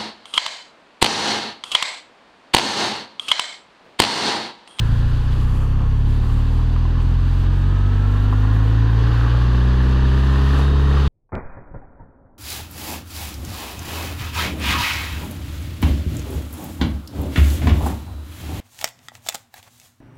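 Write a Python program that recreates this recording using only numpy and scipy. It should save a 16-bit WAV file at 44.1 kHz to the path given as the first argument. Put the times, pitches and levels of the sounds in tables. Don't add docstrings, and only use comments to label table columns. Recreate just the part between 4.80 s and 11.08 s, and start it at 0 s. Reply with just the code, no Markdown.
import numpy as np
import sys
import numpy as np
from scipy import signal
from scipy.fft import rfft, irfft
from scipy.io import wavfile
from scipy.ndimage import uniform_filter1d

SR = 44100
rng = np.random.default_rng(int(sys.argv[2]) if len(sys.argv) > 2 else 0)


def wav_record(signal):
    frames = np.transpose(np.atleast_2d(signal))
    bounded = np.clip(frames, -1, 1)
    quanta = np.round(bounded * 32767).astype(np.int16)
    wavfile.write(sys.argv[1], SR, quanta)


N = 276948
T = np.arange(N) / SR
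CRUISE_HZ = 48
# t/s, engine clatter/dB, tyre hiss/dB
RIDE_LEVELS = [(0.0, -40.5, -46.5), (0.5, -45, -46), (0.86, -49.5, -49), (2.26, -47, -47.5),
               (4.16, -39.5, -44.5), (4.23, -38.5, -41.5), (5.09, -38, -42), (5.82, -36, -39),
               (5.93, -39.5, -43), (6.21, -39, -39), (6.28, -46, -38.5)]


def exhaust(turns, speed, levels_db, box_hz=27, box_width_hz=10, smear=2.15, uneven_db=-3):
    # f/Hz, width/Hz
    pipe_notes = [(172, 24.5), (255, 55), (330, 33), (415, 57)]
    # f/Hz, level/dB
    silencer = [(30, -32.5), (50, -32), (75, -54), (120, -44.5), (180, -45), (245, -42), (315, -44.5),
                (380, -50), (450, -41.5), (510, -49), (590, -33.5), (680, -58), (900, -65)]

    def tone(k, db):
        hz = k * speed
        box_lag = np.arctan2(hz * box_width_hz, box_hz ** 2 - hz ** 2)
        pipe_lag = sum(2 * np.arctan2(hz * width, note ** 2 - hz ** 2) for note, width in pipe_notes)
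        high_lag = smear * (k - 1) * (k - 2)
        return -amp(db) * np.cos(2 * np.pi * k * turns - box_lag - pipe_lag - high_lag)
    boom = sum(tone(k, db) for k, db in enumerate(levels_db, 1))
    halves = [rng.choice([-1, 1]) * tone(k, level_at(silencer, k * speed) + uneven_db)
              for k in np.arange(8) + .5]
    bite = (speed / speed.max()) ** 2
    chug = (sum(halves[:2]) + bite * sum(halves[2:])) * amp(3 * drift(9.5))
    waver = amp(0.16 * drift(22) / bite)
    return np.sqrt(2) * (boom * waver + chug)


def exhaust_levels(speed, octaves, load_at_s=4.62, rise_s=0.03):
    # f/Hz, level/dB
    response = [(27, -5), (33, -5.5), (68, -18.5), (85, -20.5), (110, -21), (124, -27), (140, -30.5),
                (156, -42), (169, -41.5), (178, -52), (187, -43), (210, -50.5), (250, -40), (275, -42.5),
                (296, -52), (318, -48.5), (355, -53), (405, -46.5), (470, -44), (620, -43.5)]
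    # strength/dB, growth per octave/dB, change under load/dB
    tones = [(-5, 15, 1.3), (3, 12, -0.94), (5, 13, 3.8), (3, -0.75, 4.5), (8, 7, -1.1), (0, -10, 14.5),
             (3.5, 0.6, -15), (-4.5, -6.3, -7.5), (-6.5, -9, 1)]
    load = .5 + .5 * np.tanh((T - load_at_s) / (2 * rise_s))
    return [level_at(response, k * speed) + db + growth_db * octaves + load_db * load
            for k, (db, growth_db, load_db) in enumerate(tones, 1)]


def firing_swell(turns, speed, near_db=10.5, far_db=4.0, width_turns=0.12):
    depth_db = np.where(turns % 2 < 1, near_db, far_db) * (speed / speed.max()) ** 2
    swell = amp(depth_db * np.exp(-((turns % 1 - .5) / width_turns) ** 2))
    return swell / np.sqrt(uniform_filter1d(swell ** 2, size=SR // 4))


def clatter(turns, swell, jitter_s=.00005, looseness=0.58, block_db=2.5, cover_db=-18, count=72):
    # f/Hz, relative level/dB
    block = [(250, -48), (420, -0.5), (590, 0.5), (690, -2), (900, -1), (1030, 2), (1200, 0), (1450, 2),
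             (1720, 3), (1900, -2.5), (2200, -22.5), (2900, -13), (4400, -30.5), (5600, -38)]
    cycles = np.arange(int(turns[-1] / 2) + 1)[:, None]
    pattern = (np.arange(count) + rng.random(count)) / count
    tap_s = np.interp(2 * (cycles + pattern), turns, T, left=-1, right=-1)
    size = rng.choice([-1, 1], count) * amp(1.4 * rng.standard_normal(tap_s.shape))
    at = np.round((tap_s + jitter_s * rng.standard_normal(tap_s.shape)) * SR).astype(int)
    inside = (at >= 0) & (at < N)
    taps = unit(np.bincount(at[inside], size[inside], N))
    rattle = colour((taps + looseness * rng.standard_normal(N)) * swell, block)
    cover_ring = unit(resonate(resonate(taps, 3743, 80), 3704, 86))
    level_db, _ = curves(RIDE_LEVELS)
    return (amp(block_db) * rattle + amp(cover_db) * cover_ring) * amp(level_db)


def gear_whine(speed, teeth=27, casing_hz=1300, casing_width_hz=130):
    def tone(hz):
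        phase = 2 * np.pi * np.cumsum(hz) / SR + .8 * drift(35)
        return np.sqrt(2) * np.sin(phase) * amp(2.5 * drift(25))
    teeth_hz, cam_hz = teeth * speed, 15.5 * speed
    casing_db = 11 * np.exp(-((teeth_hz - casing_hz) / casing_width_hz) ** 4)
    whine = tone(teeth_hz) * (speed / CRUISE_HZ) ** 2 * amp(-56.5 + casing_db)
    overtone = tone(2 * teeth_hz) * amp(-49) / np.hypot(1, (2 * teeth_hz - 3745) / 30)
    cam = tone(cam_hz) * amp(-43) / (1 + ((cam_hz - 1030) / 55) ** 2)
    return whine + overtone + cam


def tyres(octaves, lift_db, hiss_share=0.11):
    # f/Hz, relative level/dB
    hiss_tone = [(1500, -10.5), (2200, -8.5), (2550, -2.5), (2900, 0), (3350, -2.5), (4000, -5), (4550, -5),
                 (5100, -11.5), (5550, -18), (6050, -13.5), (6900, -23.5), (8200, -30.5), (12000, -37)]
    # f/Hz, relative level/dB
    spray_tone = [(3000, -18.5), (6000, -1.5), (7500, 3), (8500, -1.5), (9700, 0), (12000, -5), (14300, -6),
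                  (15200, -3.5), (15800, -10)]
    # f/Hz, relative level/dB
    splash_tone = [(700, -14), (1100, -6), (1900, 9), (3000, 10), (4500, 5), (7000, -23), (14000, -32)]
    # t/s, level/dB, decay/s
    splashes = [(0.522, -42, 0.034), (2.2, -47, 0.039)]
    film, mist, splatter = drops(25000, 1.2), drops(20000, 1.9), drops(6000, 2)
    _, hiss_db = curves(RIDE_LEVELS)
    hiss = colour(film, hiss_tone) * amp(hiss_db + hiss_share * lift_db + 0.48 * drift(30))
    spray = colour(mist, spray_tone) * amp(-63.5 + 2.5 * octaves + lift_db + 1.1 * drift(15))
    bursts = sum(amp(db) * (T > s) * np.exp(-abs(T - s) / decay) for s, db, decay in splashes)
    return hiss + spray + bursts * colour(splatter, splash_tone)


def hollow_band(swell, octaves, lift_db, base_hz=1006, hz_per_db=18, width_hz=340, throb=0.41):
    hz = base_hz + hz_per_db * lift_db
    noise = drops(20000, 1.4) * swell ** throb
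    band = resonate(resonate(noise, hz, width_hz), hz, width_hz)
    flicker_db = 1.9 * drift(25)
    return unit(band) * amp(-46 + 4 * octaves + lift_db + flicker_db)


def surges():
    # middle t/s, length/s, band lift/dB, spray lift/dB
    swells = [(0.117, 1, -0.5, 6), (0.57, .26, 4.5, 5), (0.808, 0.25, 6.5, 7.5), (1.008, .19, 5.5, -1),
              (1.32, 0.11, 2, 7), (1.527, 0.23, 4, 8.5), (1.76, 0.15, 3, 4), (2.15, .18, 4.5, -5),
              (2.23, .07, -1, 6.5), (2.554, 0.19, 0, 4), (3.442, .3, 3.5, 5), (3.776, 0.42, 4, 3),
              (4.424, 0.47, 9, 3), (5.57, 0.52, 3, 6), (5.785, 0.2, 8.5, 6.5), (6.214, 0.4, 10.5, 3.5)]
    return sum(np.outer([band_db, spray_db], np.exp(-(2 * (T - s) / length) ** 2))
               for s, length, band_db, spray_db in swells)


def tone_dips(sound):
    # middle t/s, half length/s, f/Hz, width/Hz, depth (1 removes the band)
    bands = [(0.91, 0.25, 3900, 700, 0.58), (.75, .3, 2950, 450, -.35), (0.97, 0.23, 5000, 650, 0.46),
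             (3.3, .6, 4900, 1200, 0.41), (3.45, .55, 2900, 500, -.4), (3.4, .6, 1450, 300, -.3),
             (4, 0.67, 8400, 1100, 0.55), (4.95, .5, 9600, 900, -.9)]
    for s, half_length, hz, width, depth in bands:
        dip = np.clip(depth, 0, 1) * np.exp(-((T - s) / half_length) ** 4)
        sound = sound - dip * resonate(sound, hz, width)
    return sound


def rumble(octaves, lift_db, buffet_db=-31, roar_db=-30.5, surge_share=0.5):
    # f/Hz, relative level/dB
    rumble_tone = [(8, -7), (25, -4.5), (60, -3), (110, -4.5), (190, -8), (280, -9.5), (380, -15),
                   (480, -18), (620, -27.5), (850, -21), (1100, -30), (2000, -34)]

    def noise(side, hz):
        cut = signal.butter(2, hz, side, fs=SR, output="sos")
        return signal.sosfilt(cut, colour(rng.standard_normal(N), rumble_tone))
    buffet, roar = noise("low", 170), noise("high", 260)
    growth_db = 3 * octaves + surge_share * lift_db
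    return buffet * amp(buffet_db + 2 * drift(1.7)) + roar * amp(roar_db + growth_db + 0.88 * drift(31))


def knocks(contact_s=.001):
    # t/s, peak level/dB
    blows = [(1.963, -21), (2.053, -27), (3.527, -16), (3.534, -24), (5.763, -23), (5.793, -21)]
    # f/Hz, relative level/dB, time to fade by 60 dB/s
    frame_notes = [(560, -7, .03), (790, -4, .03), (1020, 0, .035), (1150, -5, .03), (1700, -17, .015)]
    t = T[:SR // 5]
    ring = sum(amp(db - 60 * t / fade_s) * np.sin(2 * np.pi * hz * t) for hz, db, fade_s in frame_notes)
    out = np.zeros(N)
    for s, db in blows:
        contact = (t == 0) + 0.22 * rng.standard_normal(len(t)) * np.exp(-t / contact_s)
        blow = signal.fftconvolve(contact, ring)[:len(t)]
        part = out[round(s * SR):][:len(t)]
        part += amp(db) * blow[:len(part)] / abs(blow).max()
    return out


def amp(db):
    return 10 ** (np.asarray(db) / 20)


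def unit(x):
    return x / np.sqrt(np.mean(x ** 2) + 1e-20)


def curves(rows):
    times, *columns = np.transpose(rows)
    return [np.interp(T, times, column) for column in columns]


def level_at(points, hz):
    f, db = np.transpose(points)
    return np.interp(np.log(hz + 1), np.log(f + 1), db)


def colour(x, points):
    hz = abs(np.fft.fftfreq(8192, 1 / SR))
    log_gain = np.log(amp(level_at(points, hz)) / np.maximum(hz / points[-1][0], 1) ** 2)
    ring = np.fft.ifft(np.exp(np.conj(signal.hilbert(log_gain)))).real
    return unit(signal.oaconvolve(x, ring[:len(ring) // 2])[:N])


def drift(rate_hz):
    hz = np.fft.rfftfreq(N, 1 / SR)
    return unit(irfft(rfft(rng.standard_normal(N)) * np.exp(-(hz / rate_hz) ** 2), N))


def resonate(x, hz, width_hz):
    spin = np.exp(2j * np.pi * np.cumsum(hz * np.ones(N)) / SR)
    decay = np.exp(-np.pi * width_hz / SR)
    return 2 * (spin * signal.lfilter([1 - decay], [1, -decay], x / spin)).real


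def drops(per_s, spread_db):
    size = amp(spread_db * np.minimum(rng.exponential(1, N), 4))
    return unit(size * rng.standard_normal(N) * (rng.random(N) < per_s / SR))


def scene():
    # t/s, turning rate/Hz
    engine_speed = [(0, 27.56), (0.5, 30.96), (1.1, 34.19), (1.8, 39.52), (2.5, 43.69), (3.6, 51.82),
                    (4.5, 58.75), (4.85, 62.18), (5.85, 68.95), (6.28, 69.3)]
    speed, = curves(engine_speed)
    turns = np.cumsum(speed) / SR + .5
    octaves = np.log2(speed / CRUISE_HZ)
    band_lift_db, spray_lift_db = surges()
    swell = firing_swell(turns - .28, speed)
    boom = exhaust(turns, speed, exhaust_levels(speed, octaves))
    engine = boom + clatter(turns, swell) + gear_whine(speed)
    near = tone_dips(engine + tyres(octaves, spray_lift_db))
    band = hollow_band(swell, octaves, band_lift_db)
    return (near + band + rumble(octaves, band_lift_db) + knocks())[None]


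def record(dry, top_hz=15800):
    treble_cut = signal.firwin(511, top_hz, window=("kaiser", 9), fs=SR)
    fade = signal.windows.tukey(N, .001)
    return signal.oaconvolve(dry * fade, treble_cut[None], "same")


dry = scene()
out = record(dry)
wav_record(out)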